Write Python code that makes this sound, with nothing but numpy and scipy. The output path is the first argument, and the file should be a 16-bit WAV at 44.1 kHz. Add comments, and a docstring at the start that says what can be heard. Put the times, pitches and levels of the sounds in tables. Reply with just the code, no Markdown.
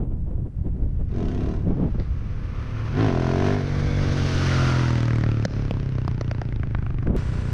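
"""Supermoto wheelie and pass-by

A big single-cylinder bike blips its throttle in an underpass, revs hard into a wheelie, rolls past on a
shut throttle and coasts away, thumping and popping. Each firing pulses the airbox and rings the pipe;
unburnt fuel makes the pops. Valves clatter, gears whine, gusts buffet the microphone.
At the very end the sound jumps, with a tick, to a steady, hissier cruise."""
import sys
import numpy as np
from scipy import signal
from scipy.fft import rfft, irfft
from scipy.io import wavfile
from scipy.ndimage import uniform_filter1d, minimum_filter1d

SR = 44100
rng = np.random.default_rng(int(sys.argv[2]) if len(sys.argv) > 2 else 0)


def log_audio(samples):
    """Write samples as a 16-bit WAV file to the path given in sys.argv[1]."""
    # one column per channel
    frames = np.atleast_2d(samples).T
    # limit to full scale, then quantise
    limited = np.clip(frames, -1, 1)
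    pcm = np.round(limited * 32767).astype(np.int16)
    wavfile.write(sys.argv[1], SR, pcm)


N = 332073
T = np.arange(N) / SR

# throttle twists: open t/s, flare length/s, flare rise/Hz, pull t/s, shut t/s, pull rise/Hz
TWISTS = [(1.041, .261, 16.4, 1.302, 1.613, 6.6), (2.875, .28, 15.82, 3.221, 3.624, 4.3)]
# firing rate set by the wheels: t/s, f/Hz
ROLLING_RATE = [(0, 29.49), (1.3, 31.11), (1.7, 33.55), (2.9, 36.79), (3.1, 41.5), (3.3, 43.15),
                (3.85, 48.39), (4.45, 44.95), (5, 39.9), (6, 31.45), (7.1, 23.64)]
# cracks: t/s, body level/dB, body f/Hz, ring level/dB, ring f/Hz, sizzle level/dB, shove level/dB; the rows at
# 5.08, 5.11 and 5.26 s are louder ordinary firings, the rest afterfire pops
CRACKS = [(1.998, -39, 405, -44.5, 1560, -49, -45), (5.082, -38, 420, -35, 1400, -60, -28),
          (5.107, -42, 450, -34.5, 1460, -55, -36), (5.237, -35, 400, -32.5, 1460, -45, -25),
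          (5.264, -43, 450, -46, 1680, -59, -33), (5.451, -16, 550, -22, 1970, -23.5, -3.5),
          (5.709, -26.5, 467, -35, 2600, -48, -14.5), (5.982, -36, 410, -38.5, 1130, -56, -35),
          (6.078, -35, 715, -31, 1020, -46, -15), (6.210, -30, 430, -37.5, 1350, -42.5, -29),
          (6.312, -31.5, 610, -36, 1760, -45, -28), (6.347, -47, 600, -48, 1570, -59, -41),
          (6.415, -32, 700, -37, 1550, -48, -25), (6.524, -49, 610, -42, 1620, -61, -35.5),
          (6.632, -41, 720, -36.5, 1470, -62, -43), (6.748, -47, 930, -31.5, 1470, -64, -40),
          (6.787, -51, 700, -45, 1400, -65, -37), (6.826, -53, 700, -45.5, 1400, -70, -39),
          (6.864, -46, 820, -38.5, 1480, -65, -38), (6.905, -48, 700, -43, 1400, -64, -36),
          (6.985, -48, 1200, -46, 2060, -68, -44), (7.028, -47, 700, -45, 1400, -62, -37),
          (7.071, -37, 600, -39, 1410, -60, -36)]
# gear and chain tones: multiple of firing rate, level/dB, peak t/s, half-width/s
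MESH_TONES = [(46, -48, 3.93, .11), (72, -53, 3.95, .09), (16, -46, 4.68, .14), (23, -43, 4.82, .2),
              (28, -42, 4.6, .22), (31.7, -38.5, 4.66, .16), (33.7, -41, 4.72, .11), (43, -43, 4.53, .08),
              (36.1, -53, 5.33, .15)]
# upper pipe resonances: f/Hz
PIPE_RINGS_HZ = [1160, 1400, 1720, 2380, 4100]
# wind level, dipping at times: t/s, relative level/dB
WIND_LEVEL = [(0, -27), (.44, -25.5), (.51, -35), (.6, -24.5), (1.2, -26.5), (1.9, -24.5), (2.2, -28),
              (2.7, -31), (3.35, -36), (3.9, -26.5), (4.9, -36.5), (5.3, -31.5), (6.4, -31.5), (6.7, -28),
              (7.15, -25.5), (7.25, -29), (7.53, -26.5)]
# hard gusts: peak t/s, half-width/s, level/dB
HARD_GUSTS = [(0.023, 0.031, -25.5), (0.132, 0.033, -36.5), (0.316, 0.041, -36.5), (0.395, 0.022, -36.5),
              (0.467, 0.014, -31), (0.667, 0.016, -26.5), (0.81, 0.067, -38), (1.008, 0.017, -30),
              (1.7, 0.045, -20.5), (1.827, 0.051, -20.5), (1.951, 0.008, -21.5), (2.001, 0.015, -27),
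              (4.236, 0.021, -27), (7.082, 0.02, -26), (7.172, 0.068, -14)]
# airbox facing the listener: t/s, weight
FACING = [(3.55, .047), (3.7, .71), (4.6, .29), (5.4, .062), (7.16, .091), (7.17, .5)]
# engine power ringing in the underpass: t/s, share
UNDERPASS_SHARE = [(1.7, .45), (2.9, .2), (3.12, 0)]

# source spectra: f/Hz, relative level/dB
RUMBLE_EQ = [(8, -13), (25, -2.5), (55, -4.5), (90, -6.5), (150, -14.5), (250, -28), (500, -56.5),
             (1500, -93), (8000, -100)]
BUFFET_EQ = [(30, 5.5), (90, 0.5), (180, 2), (300, -3.5), (500, -13.5), (900, -25.5), (2000, -45),
             (3500, -52.5), (5000, -79), (10000, -102.5)]
CLATTER_EQ = [(100, -6.5), (350, 9), (650, 1), (850, -3), (1050, -2), (1400, -0.5), (2100, -6),
              (2800, -11.5), (4000, -18), (9000, -64)]
HISS_EQ = [(1500, -20.5), (2800, 7), (3600, 3.5), (4700, 3.5), (6200, 0.5), (7200, -14.5), (10500, -21),
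           (11800, -33.5), (13500, -29.5), (15500, -66)]
HONK_EQ = [(60, -41), (150, 12.5), (240, 0), (290, 1.5), (335, 0), (410, -2.5), (480, 1.5), (550, -9.5),
           (640, -14), (720, -5), (860, -22), (1100, -30), (1400, -47), (5000, -75)]
SPIT_EQ = [(500, -14), (1300, 10), (2000, 6), (3000, 3), (4700, -3), (6200, -3.5), (7200, -16),
           (10000, -24), (11500, -46), (15000, -62.5)]
TEAR_EQ = [(500, -14.5), (950, 0), (1350, 5.5), (1700, -5), (2000, 2), (2600, -11), (3200, -13.5),
           (6000, -21), (7500, -23), (14000, -56)]
POP_EQ = [(100, 3.5), (500, 11.5), (1500, -2.5), (4000, -2.5), (6200, -11.5), (7500, -16.5), (11000, -30),
          (15000, -54.5)]
GULP_EQ = [(40, 11), (150, 4), (290, 6), (345, 2), (400, 8.5), (520, -5), (660, -8), (830, -22),
           (1020, -38), (1300, -50.5), (3000, -51), (10000, -101)]
BARK_EQ = [(200, -24), (400, 5.5), (520, 0.5), (660, 6), (850, -1.5), (1030, 7), (1250, -8.5), (1750, -5.5),
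           (2600, -22.5), (6000, -46), (11000, -51.5)]
RASP_EQ = [(150, -19), (580, -18), (850, 11), (1400, -7.5), (2500, 1), (4000, -7), (5200, -7.5),
           (6200, -13.5), (7300, -25), (11000, -44), (15000, -76)]
THUMP_EQ = [(20, -30.5), (40, -13.5), (80, 7), (125, 8), (170, 1), (250, 1.5), (340, -7.5), (420, -11.5),
            (480, -21.5), (570, -14.5), (800, -26), (1500, -19), (4000, -88), (12000, -100)]
AIR_EQ = [(1000, -10), (4000, -11.5), (9000, 2.5), (12000, -13)]
FIZZ_EQ = [(5000, -25), (7500, 0), (9800, -10), (11000, -30)]
ROAR_EQ = [(500, -28.5), (850, -10.5), (1050, 2.5), (1450, -3), (1800, -9), (2600, -8.5), (6000, -43.5)]

EXIT_S, PASS_S, CRUISE_S = 2.98, 4.674, 7.165  # near the underpass mouth, closest, cruise onset
NEAR_S = .43  # closest distance / speed


def gain_of(db):
    """dB to amplitude."""
    return 10 ** (np.asarray(db) / 20)


def unit_rms(x):
    """Scale to rms 1."""
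    return x / np.sqrt(np.mean(x ** 2) + 1e-20)


def curve(rows):
    """Breakpoints to samples."""
    return np.interp(T, *np.transpose(rows))


def ease(u):
    """Smooth step, 0 to 1."""
    return np.sin(np.pi / 2 * np.clip(u, 0, 1)) ** 2


def bump(peak_s, half_width_s):
    """Gaussian window, peak 1."""
    return np.exp(-((T - peak_s) / half_width_s) ** 2)


def noise():
    """White noise, rms 1."""
    return rng.standard_normal(N)


def drift(hz):
    """Low-passed noise, rms 1."""
    return unit_rms(irfft(rfft(noise()) / (1 + (np.fft.rfftfreq(N, 1 / SR) / hz) ** 4), N))


def colour(x, eq, size=8192):
    """Minimum-phase filter of unit energy."""
    hz, db = np.transpose(eq)
    bins_hz = abs(np.fft.fftfreq(size, 1 / SR))
    log_gain = np.log(gain_of(np.interp(np.log(bins_hz + 1), np.log(hz), db)))
    impulse = np.fft.ifft(np.exp(np.conj(signal.hilbert(log_gain)))).real[:size // 2]
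    return signal.oaconvolve(x, impulse / np.linalg.norm(impulse))[:len(x)]


def resonate(x, hz, width_hz):
    """Resonance, peak gain 1."""
    return signal.lfilter(*signal.iirpeak(hz, hz / width_hz, fs=SR), x)


def steep_ring(x, hz, width_hz):
    """Double resonance, scaled to the energy of 10 ms at rms 1."""
    ring = resonate(resonate(x, hz, width_hz), hz, width_hz)
    return ring / np.linalg.norm(ring) * np.sqrt(SR / 100)


def echo(x, t60_s, delay_s):
    """Sparse decaying reflections."""
    t = T[:SR]
    taps = rng.standard_normal(SR) * (rng.random(SR) < 2000 / SR)
    taps *= (t > delay_s) * gain_of(-60 * t / t60_s)
    return signal.oaconvolve(x, taps / np.linalg.norm(taps))[:N]


def strokes(cycles, uneven_db):
    """One pulse of random strength per engine cycle, rms 1."""
    at = np.flatnonzero(np.diff(np.floor(cycles)) > 0)
    pulses = np.zeros(N)
    pulses[at] = gain_of(uneven_db * rng.standard_normal(len(at))) / np.sqrt(np.diff(cycles)[at])
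    return unit_rms(pulses)


def burst(t, rise_s, fall_s):
    """Exponential rise and decay."""
    return (1 - np.exp(-t / rise_s)) * np.exp(-t / fall_s)


def puffs(pulses, rise_s, fall_s):
    """Turbulence on each pulse, rms 1."""
    return unit_rms(signal.oaconvolve(pulses, burst(T[:SR // 20], rise_s, fall_s))[:N] * noise())


def firing_hz(cruise_hz=30.15, hold_s=.1, drop_s=.06):
    """One firing per two crank turns: rolling rate plus each twist's clutch-slip flare and pull."""
    hz = curve(ROLLING_RATE)
    for open_s, slip_s, flare_hz, pull_s, shut_s, pull_hz in TWISTS:
        flare = np.sin(np.pi * np.clip((T - open_s) / slip_s, 0, 1)) ** 2
        pull = ease((T - pull_s) / (shut_s - hold_s - pull_s)) * ease((shut_s - T) / drop_s)
        hz = hz + flare_hz * flare + pull_hz * pull
    return np.where(T < CRUISE_S, hz, cruise_hz)


def load(open_lag_s=.017, rise_s=.16, shut_lag_s=.084, fall_s=.25):
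    """Engine load, 0 to 1, lagging the throttle."""
    return sum(ease((T - open_s - open_lag_s) / rise_s) * ease((shut_s + shut_lag_s - T) / fall_s)
               for open_s, _, _, _, shut_s, _ in TWISTS)


def pass_db(base_db, spread, depth_db_per_s, rev_db_per_hz):
    """Level falls with distance (spread 1: 1/r) and underpass depth, rises with revs above rolling."""
    distance = np.hypot(1, (T - PASS_S) / NEAR_S)
    db = base_db - spread * 20 * np.log10(distance)
    db -= depth_db_per_s * np.maximum(EXIT_S - T, 0)
    return db + rev_db_per_hz * (firing_hz() - curve(ROLLING_RATE))


def part_gain(base_db, spread, depth_db_per_s, rev_db_per_hz, behind_db, load_db, cruise_db):
    """Pass-by gain with tail directivity and load; constant in the cruise."""
    along = (T - PASS_S) / NEAR_S
    behind = .5 + .5 * along / np.hypot(1, along)
    db = pass_db(base_db, spread, depth_db_per_s, rev_db_per_hz) + behind_db * behind + load_db * load()
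    return gain_of(np.where(T < CRUISE_S, db, cruise_db))


def throttle_gain(base_db, spread, depth_db_per_s, rev_db_per_hz):
    """Pass-by gain gated by load."""
    return load() * gain_of(pass_db(base_db, spread, depth_db_per_s, rev_db_per_hz))


def air():
    """Faint open-air hiss, plus fizz in the cruise."""
    fizz = gain_of(-64) * (T >= CRUISE_S) * colour(noise(), FIZZ_EQ)
    return fizz + gain_of(-81.5) * colour(noise(), AIR_EQ)


def tick(decay_s=.00044):
    """Dry tick at cruise onset."""
    return gain_of(-24) * (T >= CRUISE_S) * np.exp(-abs(T - CRUISE_S) / decay_s)


def wind():
    """Wind on the microphone: lumpy rumble, low-mid flutter, hard gusts."""
    wind_db = curve(WIND_LEVEL)
    rumble = colour(noise(), RUMBLE_EQ) * gain_of(wind_db + 2 + .66 * drift(17))
    buffet = colour(noise(), BUFFET_EQ) * gain_of(-1 + 2 * drift(47))
    gusts = sum(gain_of(db) * bump(peak_s, half_s) for peak_s, half_s, db in HARD_GUSTS)
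    return rumble + (gusts * (T < CRUISE_S) + gain_of(wind_db - 14)) * buffet


def underpass_roar():
    """Tyres and engine blur into a hollow roar, swelling toward the mouth."""
    swell = gain_of(-46 - 19.6 * np.maximum(2.8 - T, 0)) * ease((3.3 - T) / .58)
    return swell * colour(noise(), ROAR_EQ)


def gear_whine(cycles):
    """Meshing teeth: rough tones locked to engine speed, each beamed at the listener briefly."""
    out = np.zeros(N)
    for order, db, peak_s, half_s in MESH_TONES:
        gain = gain_of(db + 2.5 * drift(60)) * bump(peak_s, half_s)
        out += gain * np.sqrt(2) * np.sin(2 * np.pi * order * cycles + drift(45))
    return out


def running_gear(cycles, size=1024):
    """Valves repeat one clatter per cycle; chain and tyres add fresh noise."""
    valves = unit_rms(np.interp(cycles % 1, np.arange(size) / size, rng.standard_normal(size)))
    knocks = gain_of(drift(25) + .082 * np.cos(4 * np.pi * cycles))
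    clatter = colour(.64 * valves + .72 * noise(), CLATTER_EQ)
    front, flank = bump(3.85, .29), bump(4.8, .5)  # engine side facing the listener
    front_rings = 1.2 * resonate(clatter, 2150, 220) + resonate(clatter, 3500, 220)
    clatter = clatter + front * front_rings + .5 * flank * resonate(clatter, 1700, 1000)
    hiss = colour(.21 * valves + .69 * noise(), HISS_EQ)
    clatter *= part_gain(-27.5, spread=1.13, depth_db_per_s=7, rev_db_per_hz=.4646,
                         behind_db=-10, load_db=4, cruise_db=-42)
    hiss *= part_gain(-33, spread=1.544, depth_db_per_s=5.5, rev_db_per_hz=.18,
                      behind_db=-12.5, load_db=4, cruise_db=-50.5)
    sound = knocks * (clatter + hiss)
    sound -= .55 * front * resonate(sound, 2850, 600)  # dip between the front rings
    tyres = gain_of(-39.5) * bump(4.5, .42) * colour(noise(), HISS_EQ)
    return sound + tyres


def airbox_honk(cycles):
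    """Throttle shut at high revs: the airbox honks forward on the approach."""
    honk = colour(-strokes(cycles - .3, uneven_db=.5), HONK_EQ)
    return gain_of(-30) * bump(3.92, .39) * (1 - load()) * honk


def gas_spit(cycles):
    """A ragged jet at each firing under load."""
    jets = puffs(strokes(cycles + .02, uneven_db=1.5), rise_s=.0008, fall_s=.004)
    return throttle_gain(-36, spread=1.04, depth_db_per_s=-2.5, rev_db_per_hz=0) * colour(jets, SPIT_EQ)


def close_tear(cycles):
    """Firings at close range: coarse tears abreast, crisp ticks from behind."""
    tears = puffs(strokes(cycles - .3, uneven_db=2), rise_s=.001, fall_s=.005)
    ticks = puffs(strokes(cycles + .03, uneven_db=1.3), rise_s=.0005, fall_s=.0015)
    coming, beside, behind = bump(4.52, .16), bump(4.64, .2), bump(4.97, .24)
    tear = colour(gain_of(-36.5) * beside * tears + gain_of(-39) * behind * ticks, TEAR_EQ)
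    return tear + 1.1 * coming * resonate(tear, 2450, 600)


def cracks(shove_hz=170, shove_lag_s=.00103, shock_limit=.58):
    """Sharp cracks: unburnt fuel pops, and a few louder firings, ring the pipe and sizzle at its mouth; gas
    swings out and back."""
    out, t = np.zeros(N), T[:SR // 20]
    age_s = np.maximum(t - shove_lag_s, 0)
    shove = burst(age_s, rise_s=.000095, fall_s=.0075) * np.cos(2 * np.pi * shove_hz * age_s)
    burn = burst(t, rise_s=.00054, fall_s=.0022)
    snap = 1.87 * np.exp(-abs(t - .001) / .00004)
    lowpass = signal.butter(4, 7000, fs=SR)
    for start_s, body_db, body_hz, ring_db, ring_hz, sizzle_db, shove_db in CRACKS:
        crack = colour(burn * rng.standard_normal(len(t)) + snap, POP_EQ)
        pop = gain_of(body_db) * steep_ring(crack, body_hz, width_hz=326)
        pop += gain_of(ring_db) * steep_ring(crack, ring_hz, width_hz=.54 * ring_hz)
        pop += gain_of(sizzle_db) * steep_ring(crack, 5040, width_hz=3200)
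        shock = shock_limit * np.tanh(pop / shock_limit)  # big cracks steepen and flatten
        start = round(start_s * SR)
        out[start:start + len(t)] += signal.lfilter(*lowpass, shock) + gain_of(shove_db) * shove
    return out


def open_throttle(cycles, suction_lag_s=.0019):
    """Under load the airbox gulps (push, then suction) and the pipe barks at each firing."""
    valve = strokes(cycles - .385, uneven_db=.3)
    gulp = unit_rms(colour(.55 * valve - np.interp(T - suction_lag_s, T, valve), GULP_EQ))
    blast = strokes(cycles + .05 + .0012 * drift(25), uneven_db=.4)
    bark = unit_rms(colour(blast + .28 * puffs(blast, rise_s=.0007, fall_s=.0013), BARK_EQ))
    bark = unit_rms(bark + 1.65 * resonate(bark, 680, 130))  # header pipe
    recoil = np.exp(-((cycles % 1 - .19) / .07) ** 2)  # gas sucked back after each blast
    bark -= .35 * (recoil - recoil.mean())
    gulp *= throttle_gain(-14.5, spread=1, depth_db_per_s=-1.5, rev_db_per_hz=.22)
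    bark *= throttle_gain(-22.5, spread=.9, depth_db_per_s=5, rev_db_per_hz=.22)
    return gulp + bark


def pipe_rasp(cycles, dull_hz=2300):
    """Spurts at the pipe mouth, each favouring one upper ring; duller far away."""
    spurts = colour(puffs(strokes(cycles, uneven_db=1.1), rise_s=.0006, fall_s=.0014), RASP_EQ)
    pick = rng.integers(len(PIPE_RINGS_HZ), size=N)[cycles.astype(int)]
    rings = sum(resonate(spurts * (pick == k), hz, .42 * hz) for k, hz in enumerate(PIPE_RINGS_HZ))
    bright = unit_rms(spurts + 1.4 * rings)
    dull = signal.lfilter(*signal.butter(1, dull_hz, fs=SR), bright)
    far = ease((T - 6.3) / .32)
    return (1 - far) * bright + far * dull


def exhaust(cycles, silencer_hz=121, growl_hz=347):
    """Each firing shoves the air, booms in the silencer, growls in the pipe and rasps at its mouth."""
    sputter = ease((T - 5.3) / .3) * (T < CRUISE_S)  # uneven firing while coasting
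    jitter = (.002 + .007 * sputter) * drift(20)
    firings = strokes(cycles + jitter, uneven_db=.4) * gain_of(.7 * sputter * drift(25))
    airbox_push = .4 * curve(FACING) * strokes(cycles - .37, uneven_db=1.1)
    push = colour(firings + airbox_push, THUMP_EQ)
    thump = unit_rms(push + gain_of(12.5) * resonate(push, silencer_hz, width_hz=38))
    growl = unit_rms(resonate(push, growl_hz, width_hz=200))
    rasp = pipe_rasp(cycles + .03)
    thump *= part_gain(-21.5, spread=.52, depth_db_per_s=14, rev_db_per_hz=.23,
                       behind_db=0, load_db=-1, cruise_db=-27)
    growl *= part_gain(-34, spread=1.31, depth_db_per_s=8, rev_db_per_hz=1.5,
                       behind_db=5.5, load_db=5, cruise_db=-52)
    rasp *= part_gain(-55, spread=.6, depth_db_per_s=13, rev_db_per_hz=.89,
                      behind_db=9, load_db=6, cruise_db=-64)
    aim_db = 2.5 * bump(5.25, .15)  # pipe points at the listener
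    return gain_of(aim_db) * (thump + growl + rasp)


def scene():
    """Engine with its reflections, running gear and background; mono."""
    cycles = np.cumsum(firing_hz()) / SR
    engine = exhaust(cycles) + close_tear(cycles) + open_throttle(cycles)
    engine = engine + airbox_honk(cycles) + gas_spit(cycles) + cracks()
    inside = curve(UNDERPASS_SHARE)
    direct = engine * np.sqrt(1 - inside)
    underpass = echo(engine * np.sqrt(inside), t60_s=.36, delay_s=.0037)
    grass_bank = gain_of(-18.5) * echo(engine, t60_s=1, delay_s=.026)
    bike = direct + underpass + grass_bank + running_gear(cycles) + gear_whine(cycles)
    return (bike + underpass_roar() + wind() + air() + tick())[None]


def record(dry, ceiling_db=-10.2, recovery_db_per_s=85, cutoff_hz=15100):
    """Fast peak limiter, then low-pass."""
    peak_db = 20 * np.log10(abs(dry[0]) + 1e-9)
    fall_db = T * recovery_db_per_s
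    held_db = np.maximum.accumulate(peak_db + fall_db) - fall_db
    over_db = np.maximum(held_db - ceiling_db, 0)
    limited = dry * gain_of(uniform_filter1d(minimum_filter1d(-over_db, size=32), size=32))
    lowpass = signal.firwin(511, cutoff_hz, window=("kaiser", 9), fs=SR)
    return signal.oaconvolve(limited, lowpass[None], "same")


dry = scene()
out = record(dry)
log_audio(out)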